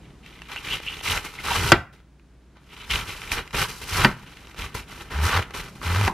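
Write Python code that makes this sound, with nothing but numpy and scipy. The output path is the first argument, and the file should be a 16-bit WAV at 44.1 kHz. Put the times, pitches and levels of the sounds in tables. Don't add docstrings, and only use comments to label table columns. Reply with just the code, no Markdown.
import sys
import numpy as np
from scipy import signal
from scipy.fft import rfft, irfft, next_fast_len
from scipy.io import wavfile
from scipy.ndimage import map_coordinates

SR = 44100
rng = np.random.default_rng(int(sys.argv[2]) if len(sys.argv) > 2 else 0)


def unload_wav(signal):
    wavfile.write(
        sys.argv[1],
        SR,
        np.round(np.clip(np.atleast_2d(signal).T, -1, 1) * 32767).astype(np.int16),
    )


N = 270333
TIME = np.arange(N) / SR


def amp(db):
    return 10 ** (np.asarray(db) / 20)


def unit(x):
    return x / np.sqrt(np.mean(x ** 2) + 1e-20)


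def along(points, hz):
    f, value = np.transpose(sorted(map(tuple, points)))
    return np.interp(np.log(hz + 1), np.log(f + 1), value)


def wobble(rate):
    knots = rng.standard_normal(int(N * rate / SR) + 4)
    return map_coordinates(knots, [TIME * rate])


def add(track, s, sound):
    start = round(s * SR)
    track[..., start:start + sound.shape[-1]] += sound[..., :N - start]


def coloured(x, points, size=8192):
    log_spectrum = np.log(amp(along(points, np.fft.rfftfreq(size, 1 / SR))))
    cepstrum = irfft(log_spectrum)
    cepstrum[1:size // 2] *= 2
    cepstrum[size // 2 + 1:] = 0
    response = irfft(np.exp(rfft(cepstrum)))
    response /= np.linalg.norm(response)
    return signal.fftconvolve(np.atleast_2d(x), response[None], axes=1)[:, :x.shape[-1]]


def spread(pair):
    # f/Hz, correlation
    coherence = [(200, 0.98), (1000, 0.91), (2200, 0.98), (4000, .7), (6000, 0.5), (8000, .05),
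                 (10500, -0.097), (14000, .1)]
    m = next_fast_len(pair.shape[1] + SR // 10)
    correlation = along(coherence, np.fft.rfftfreq(m, 1 / SR))
    turn = np.arccos(np.clip(correlation, -1, 1)) / 2
    mid, side = irfft(rfft(pair, m) * [np.cos(turn), np.sin(turn)], m)[:, :pair.shape[1]]
    return np.array([mid + side, mid - side])


def gesture(attack, length, db, swell_db):
    release_db_per_s = 400.5
    t = np.arange(SR + SR // 4) / SR
    swell = swell_db * np.minimum(t / length, 1)
    release = release_db_per_s * np.maximum(t - length, 0)
    return np.minimum(t / attack, 1) * amp(db + swell - release)


def effort():
    # rasp/dB, juicy fizz/dB, push on the board/dB
    push_and_drop_rows = [(0.478, 0.01, .058, -45, 5, -0.5, -11, -14),
                          (0.629, 0.013, .12, -46, 12.5, 6.5, -7, -4),
                          (0.868, 0.023, 0.066, -49.5, 0, 8, -9, -6),
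                          (1.02, 0.024, 0.093, -38.5, 8.5, 7.5, -2, -7.5),
                          (1.103, 0.01, .07, -28, -0.5, -1.5, -8, -7.5),
                          (1.23, 0.034, 0.019, -34, 2, 1.5, -6, -3.5),
                          (1.373, 0.02, 0.046, -43.5, -1, 2, -9, -2),
                          (1.424, 0.026, 0.14, -34, 8.5, 0.5, -7, -7.5),
                          (1.56, 0.013, 0.14, -31, 3.5, -1, -5.5, -2.5),
                          (1.924, 0.0073, .018, -57, -2, 1, -5, 6),
                          (2.546, .018, 0.034, -55.5, -1, -8, -24, -14),
                          (2.889, .022, 0.065, -34, 2, 7.5, -4.5, -4),
                          (2.948, 0.013, 0.068, -31.5, -3, 1, -9.5, -5.5),
                          (3.066, 0.02, 0.055, -39, -1.5, 3.5, -6, -2),
                          (3.217, .012, .022, -42, 1, 1, -9.5, -10),
                          (3.312, .007, .022, -30, -1.5, 1, -1, -7),
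                          (3.345, 0.03, 0.038, -32, 5, -3, -13, -4.5),
                          (3.526, 0.02, .03, -32, 1, 0.5, -6.5, 1),
                          (3.553, 0.016, .074, -29.5, 6, -1, -6, -8),
                          (3.68, 0.0072, 0.021, -38.5, -0.5, 0.5, -2, -0.5),
                          (3.807, 0.012, 0.025, -44, 0.5, 7.5, 0, 3),
                          (3.866, 0.019, 0.11, -39.5, 9.5, 2, -2, -5),
                          (3.936, 0.055, 0.11, -21, -1.5, -6, -11, -5.5),
                          (4.067, .01, 0.048, -33, -3.5, -21, -15.5, -2.5),
                          (4.556, 0.035, 0.1, -37.5, -1, 1, -8, -3),
                          (4.742, 0.0048, .05, -35.5, -5.5, 0, -3.5, -2),
                          (5.099, .01, 0.111, -36.5, 4, -5.5, -13.5, -4),
                          (5.209, 0.029, 0.073, -30, 2.5, -3.5, -6, -4),
                          (5.265, 0.028, 0.11, -26.5, 5, -7.5, -15.5, -9.5),
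                          (5.533, .014, .068, -35, -0.5, -0.5, -7.5, -3.5),
                          (5.749, 0.0088, 0.0074, -50, 3.5, 0, -13, -7),
                          (5.803, .05, .268, -32, 4, -5, -10.5, -5.5)]
    # rasp/dB, juicy fizz/dB
    slide_rows = [(0, 0.098, -69.5, 12.5, -14), (0.208, 0.26, -57.5, 8, -7), (.485, .29, -46.5, 5.5, -6.5),
                  (0.792, 0.21, -47, 8, -4.5), (1.0, 0.45, -48, 2, -6), (1.918, 0.085, -62.5, 0.5, -12),
                  (2.58, 0.12, -64.5, 0.5, -5.5), (2.677, .17, -50.5, 6, -7), (2.839, .45, -45.5, 1, -4),
                  (3.264, 0.11, -37.5, 2, -9.5), (3.4, 0.16, -55.5, -3, -6), (3.65, 0.33, -47, -0.5, -1),
                  (4.106, 0.445, -52, 1, -8.5), (4.539, 0.29, -50.5, -2, -12.5),
                  (4.854, 0.17, -45, -1, -7.5), (5.018, .09, -50.5, -2, -9.5), (5.36, 0.067, -39, 2, -15),
                  (5.44, 0.12, -51.5, -7, -13), (5.566, 0.12, -47, -1, -7), (5.658, 0.17, -59, -2, -1.5)]
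    slide_attack_s, slide_board_db, slide_waver_db = 0.059, -2.5, 1.5
    pushing, sliding = np.zeros((2, 4, N))
    for s, attack, length, db, swell_db, rasp_db, fizz_db, board_db in push_and_drop_rows:
        gains = amp([0, rasp_db, fizz_db, board_db])
        add(pushing, s, np.outer(gains, gesture(attack, length, db, swell_db)) ** 2)
    for s, length, db, rasp_db, fizz_db in slide_rows:
        gains = amp([0, rasp_db, fizz_db, slide_board_db])
        add(sliding, s, np.outer(gains, gesture(slide_attack_s, length, db, 0)) ** 2)
    uneven_drag = amp(slide_waver_db * wobble(70))
    return np.sqrt(pushing + sliding * uneven_drag ** 2)


def bursts(rate, scatter_db, clump_db, hiss):
    sizes = amp(scatter_db * np.minimum(rng.standard_normal(N), 1))
    sizes = sizes * (rng.random(N) < rate / SR)
    pops = unit(sizes * rng.choice([-1, 1], (2, N)))
    clumps = amp(clump_db * np.tanh(wobble(220)))
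    return unit(spread((pops + hiss * rng.standard_normal((2, N))) * clumps))


def cutting(crunch, rasp, fizz, push, throb, pulse_db=2.0):
    # f/Hz, relative level/dB
    leaf_colour = [(60, -37.5), (250, -17), (450, -0.5), (650, -5), (900, -1.5), (1400, 4), (2000, -4.5),
                   (2700, -6.5), (4200, -8.5), (6000, -15.5), (10000, -31), (16000, -56.5)]
    blade_colour = [(500, -50.5), (1500, -21), (2200, -2), (2500, -2), (2950, -1.5), (3300, -2),
                    (3900, -7.5), (5000, -19), (7000, -25), (16000, -50)]
    juice_colour = [(1000, -36.5), (3000, -4), (4500, 5.5), (6000, 2.5), (7500, 0.5), (10000, 0.5),
                    (12300, -1), (14000, -7), (15500, -15.5)]
    board_colour = [(15, -24), (35, 6), (55, 3), (85, 3), (140, 0.5), (200, -3.5), (280, -11.5), (400, -4),
                    (480, -10.5), (600, -19), (1500, -48), (4000, -78.5)]
    cells = bursts(rate=2000, scatter_db=2.5, clump_db=2.5, hiss=0.48)
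    spray = bursts(rate=8700, scatter_db=0.5, clump_db=3.0, hiss=1.0)
    scrape = bursts(rate=2400, scatter_db=2.0, clump_db=5.0, hiss=0.35)
    leaves = coloured(cells * crunch * amp(-4.5), leaf_colour)
    blade = coloured(scrape * rasp * amp(-5.0), blade_colour)
    juice = coloured((0.5 * cells + 0.99 * spray) * fizz * amp(1.0), juice_colour)
    board = coloured(cells * push * amp(1.5), board_colour)
    pulse = amp(-pulse_db * np.tanh(10 * throb))
    return (leaves + blade + juice + board) * pulse


def thin_ribs(crunch):
    ribs_per_s, rib_db, scatter_db, body_db = 30, -1, 1, -7
    growth = 0.76
    chance, size = rng.random(N), rng.standard_normal(N)
    crunch_db = 20 * np.log10(crunch + 1e-9)
    crack_db = growth * crunch_db + rib_db + scatter_db * size
    return [(i / SR, crack_db[i], body_db) for i in np.flatnonzero(chance < ribs_per_s / SR)]


def snaps(crunch, snap_t60=0.012, tap_t60=0.01):
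    # t/s, relative crack level/dB, body over the crack/dB
    thick_ribs = [(.2623, -28, -41), (.4189, -23.5, -16), (.5182, -21, -17.5), (.5611, -19, -13),
                  (.6744, -20, -8), (.8016, -27, -2), (.8629, -28, -30), (1.0106, -24, -8),
                  (1.1757, -9, -17.5), (2.1964, -49, -5), (2.568, -47.5, -4), (2.9108, -7.5, -28),
                  (3.2181, -20.5, -23), (3.276, -27, -23), (3.3179, -10, -25), (3.4765, -25.5, -34),
                  (3.5079, -27, -20), (3.5299, -24, -10), (3.5448, -19, 0), (4.37, -29.5, -21),
                  (4.4714, -29.5, -14.5), (4.5451, -32, -3.5), (4.6209, -16, -18), (4.7506, -27, -28),
                  (5.3453, -15, -5.5), (5.3712, -11, -11), (5.3924, -18, -1), (5.4261, -19.5, -12.5),
                  (5.5079, -26, -4.5), (5.5488, -22.5, -1.5), (5.8153, -38.5, 11), (5.9608, -16, -1),
                  (6.0121, -11, -7.5), (6.0492, -15, -18)]
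    # f/Hz, relative level/dB
    snap_colour = [(300, -32), (1200, -8), (2500, 5.5), (4000, -5), (7000, -12), (12500, -21.5),
                   (16000, -29.5)]
    tap_colour = [(60, -25), (150, -9.5), (400, 3.5), (620, 0.5), (900, -0.5), (1400, 2.5), (2200, -17),
                  (6000, -33)]
    cracks, knocks, t = np.zeros(N), np.zeros(N), np.arange(SR // 20) / SR
    for s, db, body_db in list(thick_ribs) + thin_ribs(crunch):
        add(cracks, s, amp(db - 10 - 60 * t / snap_t60))
        add(knocks, s, amp(db + body_db - 2 - 60 * t / tap_t60))

    def grain(envelope):
        return spread(envelope * rng.choice([-1, 1], (2, N)))

    return coloured(grain(cracks), snap_colour) + coloured(grain(knocks), tap_colour)


def resonant(x):
    # f/Hz, width/Hz, lift/dB
    wedge_modes = [(847, 70, 5), (966, 99, 7.5), (1121, 140, 3), (1337, 110, 5.5), (1540, 88, 4.5),
                   (1807, 110, 6.5), (2022, 85, 8.5), (2380, 190, 3.5), (2650, 110, 2.5), (2900, 90, 1.5),
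                   (2975, 88, 4.5), (3874, 69, 6), (4220, 80, 3.5), (5590, 550, 3), (6540, 78, 2.5),
                   (12410, 550, 1)]
    m = next_fast_len(N + SR // 4)
    f = np.fft.rfftfreq(m, 1 / SR)
    response = np.ones(len(f), complex)
    for hz, width, db in wedge_modes:
        damping = 1j * f * width
        response += (amp(db) - 1) * damping / (hz * hz - f * f + damping)
    return irfft(rfft(x, m) * response, m)[:, :N]


def slips(rows, jitter, rate, flutter_db):
    out, drift, flutter = np.zeros(N), wobble(rate), amp(flutter_db * wobble(rate))
    for s, length, hz, db in rows:
        t = np.arange(int(length * SR))
        unsteady_hz = hz * (1 + jitter * drift[round(s * SR) + t])
        phase = 2 * np.pi * np.cumsum(unsteady_hz) / SR
        swell = np.sin(np.pi * t / len(t))
        add(out, s, amp(db) * np.sqrt(2) * swell * np.sin(phase))
    return out * flutter


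def squeaks():
    # t/s, length/s, mean f/Hz, level before flutter/dB
    squeak_rows = [(.56, 0.034, 2800, -37), (.7, 0.065, 2926, -28.5), (.81, 0.16, 2830, -43),
                   (.855, 0.054, 2800, -33.5), (1.255, 0.016, 2023, -35), (1.38, 0.024, 2100, -38),
                   (1.505, 0.024, 940, -27.5), (2.895, 0.039, 2886, -27.5)]
    return slips(squeak_rows, jitter=0.067, rate=720, flutter_db=5.5)


def rocking():
    # t/s, length/s, mean f/Hz, level before flutter/dB
    rock_rows = [(1.04, 0.18, 75.5, -35.5), (1.48, 0.37, 76.4, -29.5), (2.89, 0.089, 67, -30),
                 (3.31, 0.077, 71.6, -38), (3.53, 0.14, 94.3, -34), (3.9, 0.15, 92, -28.5),
                 (4.58, 0.12, 57.8, -38.5), (4.735, 0.092, 68.7, -35.5)]
    return slips(rock_rows, jitter=0.25, rate=60, flutter_db=2.5)


def throbs():
    # t/s, length/s, first rate/Hz, last rate/Hz, level before flutter/dB, swell/dB
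    throb_rows = [(5.13, .148, 60, 88, -30, 13), (5.34, 0.078, 96, 84, -21, -3),
                  (5.849, 0.2275, 79, 105, -25.5, 6.5)]
    fade_s = 0.019
    out, drift, flutter = np.zeros(N), 1 + 0.044 * wobble(50), amp(0.51 * wobble(49))
    for s, length, first_hz, last_hz, db, swell_db in throb_rows:
        done = np.clip((TIME - s) / length, 0, 1)
        leaf_hz = (first_hz + (last_hz - first_hz) * done) * drift
        phase = 2 * np.pi * np.cumsum(leaf_hz) / SR
        gate = np.clip(np.minimum(done, 1 - done) * length / fade_s, 0, 1)
        tone = np.sin(phase) + 0.11 * np.sin(2 * phase)
        out += gate * amp(db + swell_db * done) * np.sqrt(2) * tone
    return out * flutter


def chops(crack_t60=0.026, thump_t60=0.15, ring_t60=0.13):
    # t/s, then relative levels of modes/dB, crack/dB, thump/dB, ring/dB,
    # ring of the struck spot f/Hz, ring width/octaves
    chop_rows = [(1.719, 1, 5, -11, -12.5, 1442, 0.72), (4.0471, -3, -4, -13.5, -17, 1372, 0.62),
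                 (6.077, -18.5, -10.5, -24, -19, 973, .15)]
    # f/Hz, relative level/dB, t60/s
    board_modes = [(136, -19, 0.11), (181, -20.5, 0.22), (254, -19.5, 0.05), (355, -14.5, .1),
                   (850, -12, 0.017), (968, -14.5, 0.06), (1365, -2.5, 0.066), (1534, -1.5, 0.044),
                   (1940, -6, 0.059), (2037, -7.5, 0.034), (2340, -13, 0.042), (2686, -8.5, .025),
                   (3370, -23, 0.023), (4060, -18, 0.029), (4600, -8.5, 0.045), (5080, -13, 0.035)]
    # f/Hz, relative level/dB
    crack_colour = [(100, -15), (400, -3.5), (1400, 5), (2400, -4), (3100, -6), (5000, -15), (7000, -21),
                    (15000, -33.5)]
    thump_colour = [(20, -28), (60, -11), (130, 3), (200, 2.5), (280, -6), (370, 0.5), (480, -15.5),
                    (600, -13), (1500, -34), (4000, -71.5)]
    # offset from its centre/ring widths, relative level/dB
    ring_shape = [(-3.5, -32), (-2.5, -11), (-1.9, -3), (0.4, -4), (0.55, -2), (2.1, -16), (0.5, -28),
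                  (4, -57)]
    out, t = np.zeros((2, N)), np.arange(SR // 2) / SR
    hz, mode_db, t60 = np.transpose(board_modes)[:, :, None]
    modes = amp(-60 * t / t60) * np.sin(2 * np.pi * hz * t)

    def dying(life):
        return amp(-60 * t / life) * rng.choice([-1, 1], (2, len(t)))

    for s, db, crack_db, thump_db, ring_db, spot_hz, octaves in chop_rows:
        strength = amp(mode_db + rng.standard_normal(hz.shape))
        strength[1::2] *= -1
        ring = [(spot_hz * 2 ** (offset * octaves), level) for offset, level in ring_shape]
        add(out, s, amp(db - 3.5) * np.sum(strength * modes, axis=0))
        add(out, s, amp(crack_db) * coloured(spread(dying(crack_t60)), crack_colour))
        add(out, s, amp(thump_db) * coloured(dying(thump_t60)[0], thump_colour))
        add(out, s, amp(ring_db) * coloured(spread(dying(ring_t60)), ring))
    return out


def echoes(near):
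    # delay/s, gain
    reflections = [(.00255, 0.082), (.00331, 0.09), (.00377, 0.063), (.0062, .08), (.008, 0.03)]
    out = np.zeros((2, N))
    for delay, gain in reflections:
        add(out, delay, gain * near)
    return out


def kitchen(x):
    # f/Hz, t60/s
    decay_times = [(100, 0.66), (350, 0.23), (800, .35), (2000, .37), (4000, 0.23), (12000, 0.28)]
    hz, t, noise = signal.stft(rng.standard_normal((2, SR // 2)), SR, nperseg=256)
    decay = amp(-60 * t / along(decay_times, hz)[:, None])
    tail = spread(signal.istft(noise * decay, SR, nperseg=256)[1])
    tail = np.pad(tail / np.linalg.norm(tail[0]), ((0, 0), (SR // 200, 0)))
    return signal.fftconvolve(x, tail, axes=1)[:, :N]


def air():
    # f/Hz, rms level/dB
    hum_tones = [(59.5, -56), (141, -66.5), (180, -68.5)]
    # t/s, level/dB
    rumble_levels = [(0, -48), (.7, -53), (1.9, -58), (2.5, -55.5), (4.3, -53), (6.13, -44.5)]
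    # f/Hz, relative level/dB
    rumble_colour = [(15, -30.5), (25, -17.5), (45, -3), (70, -7), (90, -12), (140, -5.5), (240, -11),
                     (320, -11.5), (500, -21), (1600, -28), (11000, -43), (15000, -57.5)]
    hum = np.zeros(N)
    for hz, db in hum_tones:
        hum += amp(db) * np.sqrt(2) * np.sin(2 * np.pi * hz * TIME + 0.34 * wobble(2.3))
    rumble = unit(coloured(spread(rng.standard_normal((2, N))), rumble_colour))
    return hum + amp(np.interp(TIME, *np.transpose(rumble_levels))) * rumble


def scene():
    throb, knocks = throbs(), chops()
    crunch, rasp, fizz, push = effort()
    cut = cutting(crunch, rasp, fizz, push, throb) + snaps(crunch)
    cabbage = resonant(cut) + squeaks()
    near = cabbage + knocks
    walls = kitchen(amp(-15.0) * cabbage + amp(-19.0) * knocks)
    return near + throb + rocking() + echoes(near) + walls + air()


def record(dry):
    top_hz = 15600
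    clipped = np.clip(dry, -1, 1)
    m = next_fast_len(N + SR // 2)
    passed = np.fft.rfftfreq(m, 1 / SR) < top_hz
    return irfft(rfft(clipped, m) * passed, m)[:, :N]


dry = scene()
out = record(dry)
unload_wav(out)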